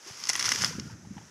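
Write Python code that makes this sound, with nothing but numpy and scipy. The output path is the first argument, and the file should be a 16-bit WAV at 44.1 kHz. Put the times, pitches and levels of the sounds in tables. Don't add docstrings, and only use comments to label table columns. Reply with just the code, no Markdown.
import sys
import numpy as np
from scipy import signal
from scipy.fft import rfft, irfft
from scipy.io import wavfile

SR = 44100
rng = np.random.default_rng(int(sys.argv[2]) if len(sys.argv) > 2 else 0)


def store_wav(level_fs):
    pcm = np.round(np.clip(np.atleast_2d(level_fs), -1, 1) * 32767)
    wavfile.write(sys.argv[1], SR, pcm.T.astype(np.int16))


N = 57330


def undb(db):
    return 10 ** (np.asarray(db) / 20)


def unit(x):
    return x / (np.std(x) + 1e-12)


def with_energy(x, db):
    return x * undb(db) / (np.linalg.norm(x) + 1e-12)


def curve(rows):
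    return undb(np.interp(np.arange(N) / SR, *np.array(rows).T))


def colour(x, points, size=1024):
    hz, db = np.array(points, float).T
    log_hz = np.log(np.fft.rfftfreq(size, 1 / SR) + 1)
    gain = undb(np.interp(log_hz, np.log(hz), db))
    cepstrum = irfft(np.log(gain))
    cepstrum[1:size // 2] *= 2
    cepstrum[size // 2 + 1:] = 0
    response = irfft(np.exp(rfft(cepstrum)))
    return signal.fftconvolve(x, with_energy(response, 0))[:len(x)]


def resonance(x, hz, width_hz):
    return signal.lfilter(*signal.iirpeak(hz, hz / width_hz, fs=SR), x)


def wander(per_s):
    return unit(np.interp(np.arange(N) / SR * per_s, np.arange(N), rng.standard_normal(N)))


def clicks(per_s, spread_db):
    sizes = undb(spread_db * np.minimum(rng.exponential(size=N), 2 * np.pi))
    hits = rng.random(N) < per_s / SR
    return unit(hits * rng.choice([-1, 1], N) * sizes)


def add(out, start, sound):
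    i = int(np.clip(start * SR, 0, N - 1))
    out[i:i + len(sound)] += sound[:N - i]


def thuds(rows, rise):
    out, t = np.zeros(N), np.arange(SR // 8) / SR
    for start, hz, db, fade_ms in rows:
        age = t * 1000 / fade_ms
        envelope = (1 - np.exp(-age / rise)) * np.exp(-age)
        add(out, start, undb(db) * envelope / envelope.max() * np.sin(2 * np.pi * hz * t))
    return out


# time in seconds, relative level in dB.
AIR_LEVELS = [(0, -56), (.8, -57.5), (.98, -58.5), (1.09, -58.5), (1.15, -56.5), (1.25, -56), (1.3, -56.5)]
# frequency in Hz, relative level in dB.
AIR_TONE = [(30, 0), (100, -10.5), (400, 6), (900, 2), (1800, 4), (3000, -5.5), (4300, -10.5), (6200, -1.5),
            (8300, -12), (10500, -13), (13000, -20.5), (15500, -30)]


def air():
    return colour(rng.standard_normal(N), AIR_TONE) * curve(AIR_LEVELS) * undb(-2)


# time in seconds, relative level in dB.
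RUSTLE_LEVELS = [(0, -57), (.04, -52.5), (.08, -45), (.15, -47.5), (.23, -44), (.31, -40), (.37, -37.5),
                 (.44, -37.5), (.47, -31), (.53, -33.5), (.575, -34), (.63, -31.5), (.66, -32), (.69, -38),
                 (.74, -46), (.82, -53), (.93, -55.5), (.98, -96), (1.3, -81)]
SCRAPE_LEVELS = [(.55, -77), (.68, -46.5), (.76, -52), (.85, -60.5), (.94, -56.5), (1.0, -75)]
# frequency in Hz, relative level in dB.
BLADE_TONE = [(60, -43), (300, -7), (620, -9.5), (1050, -0.5), (2050, 0), (2400, -2.5), (3200, -2.5),
              (4000, -9.5), (5000, -1.5), (6600, -4), (8300, -14), (10200, -12), (12500, -17.5),
              (15500, -31.5)]


def rustling_blades(scrape_hz=1467):
    crackle = clicks(per_s=12000, spread_db=2)
    surges = undb(1.2 * wander(per_s=220) - 4)
    rustle = colour(crackle * surges * curve(RUSTLE_LEVELS), BLADE_TONE)
    friction = clicks(per_s=12000, spread_db=2)
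    scrape = resonance(friction, scrape_hz, width_hz=240)
    scrape = resonance(scrape, scrape_hz, width_hz=480)
    return rustle + unit(scrape) * curve(SCRAPE_LEVELS)


# start in seconds, pitch in Hz, peak level in dB, fade time in ms.
STICK_KNOCKS = [(.063, 340, -46, 8.4), (.074, 399, -49.5, 18.6), (.100, 760, -42.5, 1.8),
                (.298, 780, -30, 1.55), (.4826, 1420, -22, 1.4), (.552, 407, -35.5, 3.4),
                (.6383, 1530, -15, 0.55), (.708, 476, -39, 5.5), (.727, 1000, -42.5, 5.5),
                (.787, 417, -37.5, 3.5), (.897, 900, -47, 5.4), (1.048, 840, -50.5, 6),
                (1.168, 960, -45.5, 3.5), (1.179, 828, -40.5, 5), (1.180, 1710, -40, .8),
                (1.213, 890, -50, 5.9)]
# frequency in Hz, relative level in dB.
WOOD_TONE = [(60, -22.5), (300, -3.5), (600, -7), (1000, 1), (1900, 0), (2400, -1.5), (3200, 1.5),
             (4200, -14.5), (8000, -29.5)]


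def knocking_sticks(bark_lag_s=0.0016, bark_db=-8):
    knocks = thuds(STICK_KNOCKS, rise=0.21)
    hold = np.exp(-1 / (bark_lag_s * SR))
    contact = signal.lfilter([1 - hold], [1, -hold], np.abs(knocks))
    bark = colour(rng.standard_normal(N), WOOD_TONE)
    return knocks + undb(bark_db) * contact * bark


# start in seconds, pitch in Hz, peak level in dB, fade time in ms.
MICROPHONE_BUMPS = [(.106, 120, -42, 5.8), (.466, 108, -40, 16), (.522, 240, -40.5, 8.7),
                    (.618, 118, -35, 6.5), (.648, 171, -31, 5.8), (.694, 146, -33.5, 7.7),
                    (.752, 191, -31.5, 3.3), (.783, 228, -27.5, 4.2), (.794, 132, -33, 5.9),
                    (.906, 186, -38.5, 9.4), (1.071, 178, -35.5, 3.9), (1.107, 194, -33.5, 7.7),
                    (1.165, 182, -36, 7)]


def microphone_bumps():
    return thuds(MICROPHONE_BUMPS, rise=0.38)


# start in seconds, ringing pitch in Hz, relative level in dB, fade time in ms, boost or cut
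# of the woody part in dB.
SNAP_CLICKS = [(.2383, 5150, -10.5, 1.4, -11), (.2540, 5550, -14.5, .5, -13), (.2716, 5450, -12, .6, -9),
               (.2893, 6050, -10, .6, -12), (.2922, 5900, .5, 1.3, -10), (.2975, 5800, -.5, 1.6, -11),
               (.2998, 5850, -6, 6, -4), (.3315, 6000, -12, 1.5, -7), (.3337, 5950, -9.5, 1.4, -6),
               (.3541, 5500, -8, 3, 1), (.3620, 6900, -14.5, .5, -8), (.3942, 6000, -6.5, 2.4, -5),
               (.3978, 5550, -5.5, 3, -9), (.4088, 5200, -9.5, 2.8, -2), (.4262, 5650, -6, 3, -6),
               (.4430, 5450, -10.5, .9, -3), (.4480, 5650, -9, 3.5, -3), (.4552, 5600, -7, 1.7, -7),
               (.4583, 5700, -6.5, 1.8, -8), (.4612, 5350, -8.5, 1.6, -7), (.4662, 5520, -9, 1.3, -7),
               (.4908, 5620, -2.5, 1.8, -10), (.5183, 5850, -4.5, 1.5, 1), (.5213, 5750, -6, 3, -2),
               (.5595, 5550, -9, 1.4, -4), (.6204, 5300, -5, 1.1, -7), (.6275, 6200, -12, 2.5, -16),
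               (.6460, 5350, 1.5, 1, -10), (.7978, 5050, -13, .8, -9)]
# frequency in Hz, relative level in dB.
RING_TONE = [(200, -39), (1500, -30), (3800, -5), (4600, 4.5), (6500, 2), (8000, -1.5), (15500, -27.5)]
EDGE_TONE = [(4000, -45), (7000, -4.5), (10000, 7.5), (12500, -8), (15500, -23)]


def snap_clicks(size=1024, scatter_ms=2.8):
    ms = np.arange(size) / SR * 1000
    crackle = clicks(per_s=9000, spread_db=2.5)
    direct = np.zeros(N)
    for k, (start, hz, db, fade_ms, wood_db) in enumerate(SNAP_CLICKS):
        click_share = 0.61 / (1 + fade_ms / 2)
        spray = crackle[k * size:(k + 1) * size] * np.exp(-ms / fade_ms)
        spray = np.sqrt(1 - click_share) * with_energy(spray, 0)
        spray[0] = np.sqrt(click_share)
        ringing = resonance(spray, hz, width_hz=1250)
        ring = with_energy(colour(ringing, RING_TONE), db=-5)
        edge = with_energy(colour(spray, EDGE_TONE), db=-16 + 0.0115 * (hz - 5613))
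        body = spray + undb(7) * resonance(spray, hz=2030, width_hz=134)
        wood = with_energy(colour(body, WOOD_TONE), db=wood_db + 1.5)
        add(direct, start, undb(db) * (ring + edge + wood))
    echo = with_energy(rng.standard_normal(size) * np.exp(-ms / scatter_ms), db=-6)
    return direct + signal.fftconvolve(direct, echo)[:N]


# time in seconds, relative level in dB.
BUFFET_LEVELS = [(0, -76), (.12, -66), (.25, -63), (.42, -51.5), (.55, -52), (.64, -44), (.73, -50.5),
                 (.81, -38.5), (.91, -44), (.98, -46), (1.12, -48), (1.22, -50.5), (1.3, -61)]
# frequency in Hz, relative level in dB.
BUFFET_TONE = [(20, -1.5), (52, -21), (75, -2.5), (110, 2), (200, -0.5), (300, -7.5), (450, -20),
               (800, -40.5), (3000, -67)]


def buffeting():
    flutter = rng.standard_normal(N) * undb(2 * wander(per_s=45.02))
    return colour(flutter * curve(BUFFET_LEVELS), BUFFET_TONE, size=8192)


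def scene():
    crunch = snap_clicks() + rustling_blades() + knocking_sticks()
    return (crunch + microphone_bumps() + buffeting() + air())[None]


def record(dry, low_cut_hz=64.5, high_cut_hz=15650):
    port_ring = undb(5) * resonance(dry, hz=5613, width_hz=2150)
    low_cut = signal.butter(2, low_cut_hz, "high", fs=SR, output="sos")
    high_cut = signal.ellip(10, .2, 70, high_cut_hz, fs=SR, output="sos")
    return signal.sosfilt(high_cut, signal.sosfilt(low_cut, dry + port_ring))


dry = scene()
out = record(dry)
store_wav(out)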